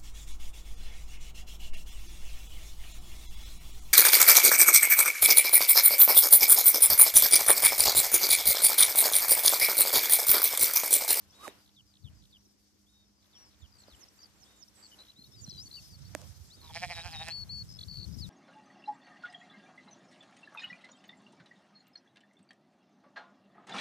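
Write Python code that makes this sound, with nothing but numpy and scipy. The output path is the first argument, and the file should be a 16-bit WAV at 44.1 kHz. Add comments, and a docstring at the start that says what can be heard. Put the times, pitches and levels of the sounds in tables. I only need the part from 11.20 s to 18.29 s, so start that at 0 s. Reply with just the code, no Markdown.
"""Larks whistle and trill over open upland pasture, as gliding sines, with far ones twittering behind.
An early swish of wavering tone and hiss ends in a snap; more snaps, short decaying rings, come later.
Wind buffets the two microphone ports as low noise and grass rustles close by as brighter noise.
Late on a sheep bleats once, its vocal-fold pulses ringing a throbbing throat, with a noisy tail.
A faint hum of three sines and a bed of soft air noise lie underneath throughout."""
import sys
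import numpy as np
from scipy import signal
from scipy.fft import rfft, irfft
from scipy.io import wavfile
from scipy.ndimage import uniform_filter1d

SR = 44100
rng = np.random.default_rng(int(sys.argv[2]) if len(sys.argv) > 2 else 0)


def wav_record(signal):
    """Record a signal, one row per channel, as 16-bit PCM in the file named by sys.argv[1]."""
    frames = np.transpose(np.atleast_2d(signal))
    bounded = np.clip(frames, -1, 1)
    # unit amplitude maps onto the largest positive 16-bit level
    quanta = np.round(bounded * 32767).astype(np.int16)
    wavfile.write(sys.argv[1], SR, quanta)


N = 312757

# stereo lean of a lark note by its mean pitch: pitch_hz, left_over_right_db
LARK_BALANCE = [(3000, 2), (3400, 0.5), (3800, 0.5), (4450, 7), (5100, 8), (6200, -5), (7800, -24)]


def amp(db):
    """Turn decibels into a gain."""
    return 10 ** (np.asarray(db) / 20)


def rms_gain(x):
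    """Root-mean-square level."""
    return np.sqrt(np.mean(x ** 2))


def rms_one(x):
    """Scale to a root-mean-square level of one."""
    return x / np.sqrt(np.mean(x ** 2) + 1e-20)


def bandpass(x, low_hz, high_hz, order=2):
    """Keep only the band between two frequencies."""
    sos = signal.butter(order, [low_hz, high_hz], "band", fs=SR, output="sos")
    return signal.sosfilt(sos, x)


def in_time(rows):
    """Draw each column after the first (seconds) as a straight-line curve over the scene."""
    s, *columns = np.transpose(rows)
    return [np.interp(np.arange(N) / SR, s, column) for column in columns]


def at_hz(points, hz):
    """Read a curve over frequency, in straight lines on a log scale."""
    points = np.array(points)
    return np.interp(np.log(hz), np.log(points[:, 0]), points[:, 1])


def sides(pan_db):
    """Left and right gains whose mean is one; positive leans left."""
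    gains = amp(np.multiply.outer([.5, -.5], pan_db))
    return gains / gains.mean(axis=0)


def drift(rate_hz):
    """Slow random wander with spread one, drawn every 40 samples."""
    r = np.exp(-80 * np.pi * rate_hz / SR)
    steps = rng.standard_normal(N // 40 + 2002)
    slow = signal.lfilter([1], [1, -2 * r, r * r], steps)[2000:]
    return np.interp(np.arange(N) / 40, np.arange(len(slow)), rms_one(slow))


def add(out, start_s, sound):
    """Mix a sound in at its start time."""
    i = round(start_s * SR)
    out[..., i:i + sound.shape[-1]] += sound[..., :N - i]


def banded_noise(spectrum, patchy_db, alike_share, tilted):
    """Half-octave bands of stereo noise that flicker jointly and singly; their mono sum has rms one."""
    # stereo lean of noise: frequency_hz, left_over_right_db
    air_balance = [(60, 1), (240, -1), (950, -4), (3770, 5.5), (15000, -6.5)]
    # how alike the two ports are: frequency_hz, likeness (0 to 1)
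    likeness = [(300, 0.81), (1500, 0.21), (4000, .0)]
    out, together = 0, drift(15.8)
    edges = 25 * 2 ** np.arange(0, 9.6, .5)
    white = rng.standard_normal((2, 2, N))
    for k, (low, high) in enumerate(zip(edges, edges[1:])):
        hz = np.sqrt(low * high)
        if not spectrum[0][0] / 1.3 < hz < spectrum[-1][0] * 1.3:
            continue
        mid, side = bandpass(white[k % 2], low, high)     # neighbouring bands use separate noise
        alike = np.clip(alike_share * at_hz(likeness, hz), -1, 1)
        flicker_db = patchy_db * (.7 * together + .8 * drift(14.0))
        gain = amp(at_hz(spectrum, hz) + flicker_db)
        pair = np.sqrt(1 + alike) * mid + np.sqrt(1 - alike) * side * [[1], [-1]]
        out = out + gain * pair * sides(tilted * at_hz(air_balance, hz))[:, None]
    return out / rms_gain(out.mean(axis=0))


def sheep():
    """Each closing of the vocal folds rings the throat; throbs swell it, reshape it and lift the pitch."""
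    # the bleat's pitch and steady effort under the throbs: time_s, pitch_hz, steady_effort_db
    bleat = [(5.41, 152.6, -64.5), (5.52, 158.1, -59.5), (5.55, 160.6, -44.5), (5.63, 173.8, -51),
             (5.8, 163.4, -48.5), (5.86, 171.6, -51.5), (5.98, 148, -51.5), (6.05, 163, -46.5),
             (6.125, 160, -50)]
    # throbs of the voice: middle_s, length_s, second_resonance_hz, lowest_resonance_db, upper_resonances_db
    throbs = [(5.449, 0.044, 1780, -53.5, -81), (5.506, 0.02, 1820, -46, -60),
              (5.566, .023, 1760, -36.5, -34), (5.637, .028, 1790, -32.5, -29),
              (5.713, .033, 1970, -38, -32), (5.786, .043, 1670, -42.5, -39),
              (5.865, .042, 1555, -41.5, -40.5), (5.945, .037, 1850, -43, -41),
              (6.017, .037, 1799, -41, -43.5), (6.086, 0.029, 1762, -40.5, -35.5)]
    # shape of the mouth: time_s, lowest_resonance_hz, third_resonance_hz
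    mouth = [(5.448, 1026, 2294), (5.57, 734, 2300), (5.94, 796, 2532), (6.086, 760, 2610)]
    # widths of the three lower resonances, in Hz
    throat_width_hz = (65, 200, 230)
    # fixed upper resonances: frequency_hz, width_hz, relative level_db
    high_throat = [(3260, 170, -9), (4100, 420, -3), (5150, 480, 0), (7600, 700, -11), (9370, 500, -9)]
    # lag between the ports: frequency_hz, left_lead_rad
    sheep_phase = [(1000, 0), (1600, 1.0), (2400, .6), (4500, 2.0)]
    second_under_third_db = -1.5

    pitch, steady_db = in_time(bleat)
    t = np.arange(N) / SR
    throb_s, length_s, second_hz, low_db, upper_db = np.transpose(throbs)
    mouth_s, low_hz, third_hz = np.transpose(mouth)
    lift = sum(np.exp(-2.8 * ((t - mid) / span) ** 2) for mid, span in zip(throb_s, length_s))
    wobble = 1 + .035 * lift + .012 * drift(90.0)
    voiced = (t > bleat[0][0]) * (t < bleat[-1][0])
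    cycles = np.cumsum(pitch * wobble * voiced) / SR
    closing_s = np.flatnonzero(np.diff(np.floor(cycles))) / SR

    # the upper resonances swell more briefly than the lowest
    swell = amp(-24 * ((closing_s[:, None] - throb_s) / length_s) ** 2)
    low = swell @ amp(low_db)
    second = swell ** 1.5 @ amp(upper_db + second_under_third_db)
    third = swell ** 1.5 @ amp(upper_db)
    steady = amp(steady_db[(closing_s * SR).astype(int)])
    levels = [low, second + amp(-5) * steady, third + steady]
    resonances_hz = [np.interp(closing_s, mouth_s, low_hz), np.interp(closing_s, throb_s, second_hz),
                     np.interp(closing_s, mouth_s, third_hz)]
    widths = list(throat_width_hz)
    for hz, width, db in high_throat:
        levels.append(amp(db) * (amp(-11.5) * third + amp(10) * steady))
        resonances_hz.append(np.full(len(closing_s), hz))
        widths.append(width)

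    after = np.arange(1200) / SR
    pulses = 0
    for k, (level, hz, width) in enumerate(zip(levels, resonances_hz, widths)):
        uneven, detuned = rng.standard_normal((2, len(closing_s)))     # no two closings are alike
        ringing = np.sin(2 * np.pi * np.outer(hz * (1 + .018 * detuned), after))
        ringing = ringing * np.exp(-np.pi * width * after)
        if k > 2:     # turbulence shakes the upper resonances
            turbulence = uniform_filter1d(rng.standard_normal(ringing.shape), size=12, axis=1)
            ringing = ringing * (.8 + 1.6 * turbulence)
        pulses = pulses + (-1) ** k * (level * amp(1.5 * uneven))[:, None] * ringing
    # air rushing past the folds
    rasp = rng.standard_normal(pulses.shape) * np.exp(-after / .005) * (third + steady)[:, None]
    pulses = pulses + amp(-21) * bandpass(rasp, 3500, 10000)

    voice = np.zeros(N)
    for start_s, pulse in zip(closing_s, pulses):
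        add(voice, start_s, pulse)
    voice = bandpass(voice, 520, 10200, order=4)
    lag = np.exp(-1j * at_hz(sheep_phase, np.fft.rfftfreq(N, 1 / SR) + 1))
    return np.array([voice, amp(3.0) * irfft(rfft(voice) * lag, N)])


def sung(hz, level, pan_db):
    """A near sine that reaches the two ports with a phase gap set by its pitch."""
    # lag between the ports: pitch_hz, left_lead_rad
    lark_phase = [(3700, 1.5), (4400, 1.0), (5000, -1.1), (5800, -2.3)]
    gap = np.exp(.5j * np.outer([1, -1], at_hz(lark_phase, hz)))
    pair = sides(pan_db)[:, None] * gap
    pair = pair / np.maximum(abs(pair.mean(axis=0)), .55)     # make up for what the gap cancels in mono
    turns = np.cumsum(hz) / SR + rng.random()
    return np.imag(pair * level * np.exp(2j * np.pi * turns))


def lark_whistles():
    """Single notes glide through one bend; the fainter ones flutter in level."""
    # notes by kind: start_s, end_s, start_hz, end_hz, level_to_bend_db, end_level_db
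    whistles = { "hold": [(.125, .308, 3220, 3780, -64, -56.5), (1.664, 1.85, 3160, 3710, -71.5, -73.5),
                (3.254, 3.45, 3140, 3680, -68, -77), (4.425, 4.48, 6130, 6120, -54, -68),
                (5.365, 5.41, 3830, 3740, -64, -65), (6.102, 6.24, 4040, 4424, -38.5, -39.5),
                (6.291, 6.428, 4110, 4430, -39.5, -40), (6.683, 6.855, 4544, 4440, -48, -47.5)],
                "drop": [(1.372, 1.48, 5820, 4650, -79, -78), (3.55, 3.7, 8160, 7700, -64, -64),
                (5.708, 5.825, 5180, 3813, -52, -44), (5.915, 6.035, 5540, 3730, -46.5, -43)],
                "swoop": [(2.385, 2.43, 7900, 6360, -70.5, -72), (2.58, 2.645, 8060, 6260, -63.5, -83),
                (2.747, 2.845, 7770, 4900, -72, -49), (2.96, 3.047, 7700, 4670, -74, -49),
                (3.155, 3.245, 7700, 4780, -74, -55.5), (3.362, 3.442, 7500, 4740, -67.5, -47),
                (4.208, 4.252, 7230, 5440, -58.5, -45.5), (4.375, 4.433, 4650, 5680, -43.5, -54)],
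                "glide": [(.095, .115, 4580, 5930, -66, -57), (1.248, 1.262, 6240, 5700, -67, -70),
                (1.256, 1.272, 5100, 5500, -67, -69), (1.29, 1.305, 5200, 5450, -71, -71),
                (2.88, 2.893, 4870, 6070, -57.5, -61), (3.477, 3.493, 5100, 5900, -57.5, -71),
                (3.785, 3.828, 3845, 4100, -54.5, -53), (3.873, 3.908, 3660, 4090, -60.5, -45),
                (3.957, 4.003, 3620, 4260, -62, -50), (4.001, 4.028, 4270, 4080, -58, -47),
                (4.04, 4.078, 3580, 4010, -62, -59), (4.118, 4.158, 3430, 3870, -68, -55),
                (4.112, 4.21, 5570, 4520, -61, -51), (4.291, 4.322, 6100, 4150, -46, -44.5),
                (4.534, 4.61, 4660, 4420, -45.5, -58), (4.566, 4.595, 3060, 2620, -55.5, -54),
                (4.69, 4.76, 5080, 4380, -58.5, -54), (5.3, 5.36, 3390, 5050, -57, -54.5),
                (7.011, 7.066, 4850, 3510, -43.5, -55)], "arch": [(2.147, 2.3, 5500, 5180, -62, -69),
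                (4.037, 4.052, 4100, 4040, -49.5, -59), (4.629, 4.69, 4940, 4800, -57.5, -64),
                (4.845, 4.888, 4200, 4450, -60.5, -66), (5.143, 5.168, 4210, 3970, -63, -72),
                (5.268, 5.315, 7100, 7200, -68, -67)]}
    # bend by kind: share of the time, share of the glide done, overshoot as a share of pitch
    bends = {"hold": (.14, 0.97, 0.01186), "drop": (0.24, 0.96, -0.0075), "swoop": (0.5, 0.24, 0.0),
             "glide": (.47, .52, 0.0), "arch": (0.42, 0.426, 0.065)}
    end_droop_hz, end_droop_s = 160, 0.0067     # a held whistle sags as it ends
    out, flutter = np.zeros((2, N)), drift(47.0)
    for kind, rows in whistles.items():
        when, done, over = bends[kind]
        for start, end, hz0, hz2, db1, db2 in rows:
            t = np.arange(start, end, 1 / SR)
            bend = start + when * (end - start)
            hz1 = (hz0 + done * (hz2 - hz0)) * (1 + over)
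            hz = np.interp(t, [start, bend, end], [hz0, hz1, hz2])
            hz = uniform_filter1d(hz, len(t) // 7, mode="nearest")     # round off the bend
            if kind == "hold":
                hz -= end_droop_hz * np.exp((t - end) / end_droop_s)
            ramp = np.minimum((t - start) / 0.0091, (end - t) / 0.0053)
            fade = np.sin(np.pi / 2 * np.clip(ramp, 0, 1))
            flutter_db = np.clip(-50 - db1, 0, 20) / 11 * flutter[round(start * SR):][:len(t)]
            level = fade * amp(flutter_db) * amp(np.interp(t, [bend, end], [db1, db2]))
            add(out, start, sung(hz, level, at_hz(LARK_BALANCE, hz.mean())))
    return out


def lark_trills():
    """Strings of short swept pips: one phrase sung five times, and other trills."""
    # single trills: first_s, last_s, pips_per_s, first_hz, last_hz, sweep_hz_per_ms, level_db
    trills = [(2.527, 2.5705, 58, 4870, 4730, 1, -58), (2.5883, 2.6383, 60, 4470, 4150, -48, -57.5),
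              (2.6805, 2.749, 93, 5050, 3000, 20, -57), (2.993, 3.059, 69.4, 4740, 4650, -12, -53),
              (3.6296, 3.666, 101, 4700, 4450, 40, -50.5), (3.719, 3.745, 110, 3010, 2970, 8, -56),
              (3.792, 3.806, 102, 4160, 4200, -132, -51.5), (3.8355, 3.9175, 60.6, 4060, 3970, 72, -60.5),
              (3.837, 3.9193, 60.6, 3350, 3200, -120, -63), (4.267, 4.401, 93.5, 4170, 3970, 14, -48.5),
              (4.288, 4.392, 46.5, 3340, 3170, 69, -61), (4.461, 4.479, 105, 4510, 4450, 12, -49),
              (4.515, 4.559, 70, 4200, 4140, 55, -45.5), (4.634, 5.077, 32.3, 5350, 5470, -130, -60),
              (5.4153, 5.51, 61, 4280, 3340, -46, -52), (6.493, 6.525, 109, 5220, 5120, 78, -48),
              (6.541, 6.57, 104, 5030, 5190, -49, -49), (6.591, 6.6315, 49.5, 3480, 3410, -11, -47),
              (6.593, 6.637, 46.5, 4245, 4120, 92, -40.5), (6.6858, 6.8457, 71.2, 4490, 4320, 88, -41.5),
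              (6.928, 6.951, 139, 4960, 5420, 53, -54), (6.989, 7.0083, 101, 5030, 5130, 21, -45.5)]
    # phrase of faint high run, rattle, soft lead-in and falling beads: first_s and last_s from the beads'
    # start, pips_per_s, first_hz, last_hz, sweep_hz_per_ms, relative level_db
    phrase = [(-.18, -0.124, 130, 5100, 4700, -11, -11), (-.108, -0.077, 60, 3930, 3770, -230, -5.5),
              (-.02, -0.007, 100, 4560, 4050, -64, -7.5), (0, 0.038, 100, 3660, 2950, 36, 0)]
    # its five singings: beads_start_s, level_db
    phrases = [(0.57, -57.5), (0.848, -56.5), (1.132, -57), (2.136, -61.5), (2.4228, -60)]
    out = np.zeros((2, N))
    phrased = [(s + first, s + last, *tune, db + part_db)
               for s, db in phrases for first, last, *tune, part_db in phrase]
    for first, last, per_s, hz0, hz1, sweep, db in phrased + trills:
        pips = max(round((last - first) * per_s), 1)
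        half_ms = min(720 / per_s, 5.5)     # fast pips run into each other
        t_ms = np.arange(-half_ms, half_ms, 1000 / SR)
        level = amp(db) * np.cos(np.pi / 2 * t_ms / half_ms) ** 2
        pan_db = at_hz(LARK_BALANCE, (hz0 + hz1) / 2)
        for share in np.linspace(0, 1, pips + 1):
            steepness = 0.86 + 0.33 * share     # later pips sweep more steeply
            hz = np.maximum(hz0 + share * (hz1 - hz0) + sweep * steepness * t_ms, 1500)
            start_s = first + share * (last - first) - half_ms / 1000
            add(out, start_s, sung(hz, level, pan_db))
    return out


def larks():
    """Whistles and trills together, wavering slightly in level."""
    return (lark_whistles() + lark_trills()) * amp(.6 * drift(25.0))


def swish_and_snaps():
    """A wavering tone rises, then sinks under a bright hiss; short snaps ring a small hollow body."""
    # the swish: time_s, pitch_hz, level_db
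    swish = [(0.198, 1071, -60.5), (0.23, 1208, -52), (0.249, 1264, -43.5), (.268, 1058, -46),
             (0.284, 418, -43), (0.306, 350, -65)]
    # the snaps: start_s, level_db, low_ring_db, crack_db
    snaps = [(.279, -36.5, -4.5, -5), (2.683, -68.5, 14, -12), (4.277, -64, -2, 9), (4.95, -32, -3, 1),
             (5.0167, -59, -6, 13.5), (6.085, -39.5, -11.5, 2.5)]
    # rings of the hollow body: frequency_hz, relative level_db, t60_s
    snap_modes = [(295, -1.5, 0.046), (610, 7, 0.024), (1770, 6.5, 0.0065), (2450, 2, 0.0061),
                  (7100, 14.5, 0.00067)]
    swish_hiss_db = -13
    # a dull scrape after the loudest snap
    scuff_s, scuff_spread_s, scuff_hz, scuff_db = 5.02, 0.038, (504, 760), -61

    hz, db = in_time([(.15, swish[0][1], -110)] + swish + [(.33, swish[-1][1], -110)])
    shaken_level = amp(db) * (1 + 0.3 * drift(87.0))
    shaken_hz = hz * (1 + 0.021 * drift(107.0))
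    out = shaken_level * np.sin(2 * np.pi * np.cumsum(shaken_hz) / SR)
    out += amp(db + swish_hiss_db) * rms_one(bandpass(rng.standard_normal(N), 7000, 13000))

    scrape = rms_one(bandpass(rng.standard_normal(N), *scuff_hz))
    out += amp(scuff_db) * np.exp(-((np.arange(N) / SR - scuff_s) / scuff_spread_s) ** 2) * scrape

    t = np.arange(0, .06, 1 / SR)
    for start_s, level_db, low_db, crack_db in snaps:
        rings = 0
        for k, (hz, db, t60) in enumerate(snap_modes):
            ring_db = db + low_db * (hz < 1000) + crack_db * (hz > 4000) - 60 * t / t60
            rings = rings + (-1) ** k * amp(ring_db) * np.sin(2 * np.pi * hz * t)
        crack = signal.lfilter([.6], [1, -.5], rng.standard_normal(len(t)))
        crack = crack * amp(crack_db - 5 - 60 * t / .009)
        add(out, start_s, amp(level_db) * (rings + crack))
    return out * sides(-9.0)[:, None]


def wind():
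    """Lumpy low noise of its own at each port, with single buffets as short low swings."""
    # wind on the ports: time_s, level_db, left_over_right_db
    wind_level = [(0, -70.5, 1), (.77, -77.5, -6), (.853, -54, 29), (.96, -59.5, -10.5), (1.33, -84, -2),
                  (2.33, -76, -7), (2.43, -63, -13), (2.55, -71.5, 9), (2.96, -74, -4), (3.9, -75.5, -1),
                  (4.29, -56.5, -7), (4.55, -63.5, -1), (4.84, -53, -11.5), (5.1, -56.5, -16),
                  (5.34, -62, -3), (5.62, -53.5, -5.5), (6.14, -54.5, 7.5), (6.455, -49, -0.5),
                  (6.57, -55.5, 13), (6.914, -44.5, 22), (7.09, -47.5, 28)]
    # its spectrum: frequency_hz, relative density_db_per_hz
    wind_colour = [(40, -8.5), (65, 5), (100, 7), (170, -2.5), (240, -16), (330, -36.5), (430, -52)]
    # added 190-370 Hz part: time_s, level_db
    wind_upper = [(0, -80), (3.93, -83), (4.0, -72.5), (4.3, -66), (4.6, -75.5), (4.8, -83), (5.1, -70),
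                  (5.9, -75), (6.7, -80.5), (6.9, -65), (7.09, -77)]
    # buffets: time_s, level_db, swing_hz, left_over_right_db
    buffets = [(0.844, -32.5, 100.5, 32), (0.873, -52, 125, 20.5), (2.424, -40, 76, -28),
               (2.719, -48, 62.4, 12.0), (3.99, -46.5, 209, -1), (4.147, -47, 108.4, -12),
               (4.219, -47, 96.6, -25), (4.281, -36, 166, -2), (5.096, -40, 77.5, -27),
               (5.206, -38.5, 78.5, -18), (5.85, -32.5, 86, -19), (6.862, -32.5, 86.6, 31)]
    level_db, pan_db = in_time(wind_level)
    noise = banded_noise(wind_colour, patchy_db=2.5, alike_share=0, tilted=0)
    out = amp(level_db) * sides(pan_db) * noise
    upper = bandpass(rng.standard_normal((2, N)), 190, 370)
    out += amp(in_time(wind_upper)[0] + 4.5 * drift(20.0)) * rms_one(upper)
    for s, db, hz, side_db in buffets:
        t = np.arange(0, 3 / hz, 1 / SR)     # three swings
        swell = np.sin(np.pi * hz * t / 3) ** 2 * np.exp(-hz * t * 0.37)
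        push = np.sin(2 * np.pi * hz * t) * swell
        add(out, s - 0.73 / hz, amp(db) * np.outer(sides(side_db), push))
    return out


def grass():
    """Grass rustle, a dull and a bright noise, steady and in bursts; the last is the bleat's noisy tail."""
    # steady rustle: time_s, low_part_db, high_part_db
    rustle = [(0, -70, -71), (.55, -83.5, -77.5), (1.1, -80.5, -74.5), (2.0, -81.5, -79), (2.5, -76, -74.5),
              (3.95, -78, -72.5), (4.3, -72, -64), (7.09, -70, -64.5)]
    # spectra of the two parts: frequency_hz, relative density_db_per_hz
    rustle_low = [(300, -1), (900, -2.5), (1400, -3.5), (2600, -6), (3600, -9)]
    rustle_high = [(4000, -3), (6800, 7), (8600, -13), (11000, -5.5), (14600, -6.5)]
    # separate bursts, the last one the bleat's noisy tail: peak_s, low_part_db, rise_and_fall_db_per_s
    burst_rows = [(0.263, -52.5, 188), (.409, -74.5, 120), (.678, -92, 300), (.948, -79.5, 81),
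                  (2.21, -70.5, 89), (2.684, -71.5, 88), (2.817, -67, 156), (3.038, -72.5, 136),
                  (3.302, -72, 90), (3.612, -68, 187), (3.81, -65.5, 132), (5.009, -68.5, 111),
                  (6.151, -71, 89)]
    burst_high_db = -5.5     # bright part against the dull part
    low_db, high_db = in_time(rustle)
    t = np.arange(N) / SR
    bursts = sum(amp(db - steep * abs(t - s)) for s, db, steep in burst_rows)
    low = banded_noise(rustle_low, patchy_db=1.3, alike_share=1, tilted=1)
    high = banded_noise(rustle_high, patchy_db=2.3, alike_share=1, tilted=1)
    return (amp(low_db) + bursts) * low + (amp(high_db) + amp(burst_high_db) * bursts) * high


def far_twitter():
    """Many larks far off: short wavering notes in one pitch region, at random moments."""
    out = np.zeros((2, N))
    for when, pitch, glide, length, loud, side in rng.random((90, 6)):
        t = np.arange(0, 0.024 + 0.049 * length, 1 / SR)
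        hz = 4600 + 1100 * pitch - 900 * (glide - .3) * t / t[-1]
        beads = 2 + 1.4 * np.sin(2 * np.pi * 85 * t)
        level = amp(-87 + 6 * loud) * beads * np.sin(np.pi * t / t[-1])
        add(out, when * N / SR, sung(hz, level, 16 * side - 4))
    return out


def hum():
    """A faint low tone with two overtones, wavering slightly in pitch and level."""
    # overall loudness: time_s, level_db
    hum_level = [(0, -72), (2.6, -74.5), (3.8, -73), (4.3, -80)]
    # the three tones: frequency_hz, relative level_db
    hum_lines = [(101, -5), (202, 1), (303, -6)]
    turns = np.cumsum(1 + 0.00358 * drift(2.12)) / SR
    lines = sum(amp(db + 2 * drift(13.0)) * np.sin(2 * np.pi * hz * turns) for hz, db in hum_lines)
    return amp(in_time(hum_level)[0]) * lines


def open_air():
    """A soft bed of noise, nearly steady, mostly low."""
    # its spectrum: frequency_hz, relative density_db_per_hz
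    air_colour = [(35, -49), (60, 12), (150, -15), (203, 2), (255, -5.5), (307, -13.5), (423, -16),
                  (2990, -39), (5070, -8.5), (9220, -39.5), (14600, -32)]
    return amp(-75) * banded_noise(air_colour, patchy_db=.3, alike_share=.3, tilted=1)


def noise_blur(x):
    """Voices get a faint, short noise blur, drawn separately for each port."""
    blur_db, blur_t60_s, blur_delay_s = -21, .05, .003
    t = np.arange(0, .2, 1 / SR)
    blur = rng.standard_normal((2, len(t))) * amp(-60 * t / blur_t60_s) * (t > blur_delay_s)
    blur = amp(blur_db) * blur / np.sqrt((blur ** 2).sum(axis=1, keepdims=True))
    return x + signal.fftconvolve(x, blur, axes=1)[:, :N]


def scene():
    """The animal voices are slightly blurred; all other layers are added plain."""
    voices = noise_blur(sheep() + larks() + far_twitter())
    return voices + swish_and_snaps() + wind() + grass() + hum() + open_air()


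def record(dry):
    """The microphone drops the deep bass, the top is cut steeply."""
    thin = signal.sosfilt(signal.butter(5, 46, "high", fs=SR, output="sos"), dry)
    # order 16, 50 dB down from 15 kHz
    return signal.sosfilt(signal.cheby2(16, 50, 15000, fs=SR, output="sos"), thin)


dry = scene()
out = record(dry)
wav_record(out)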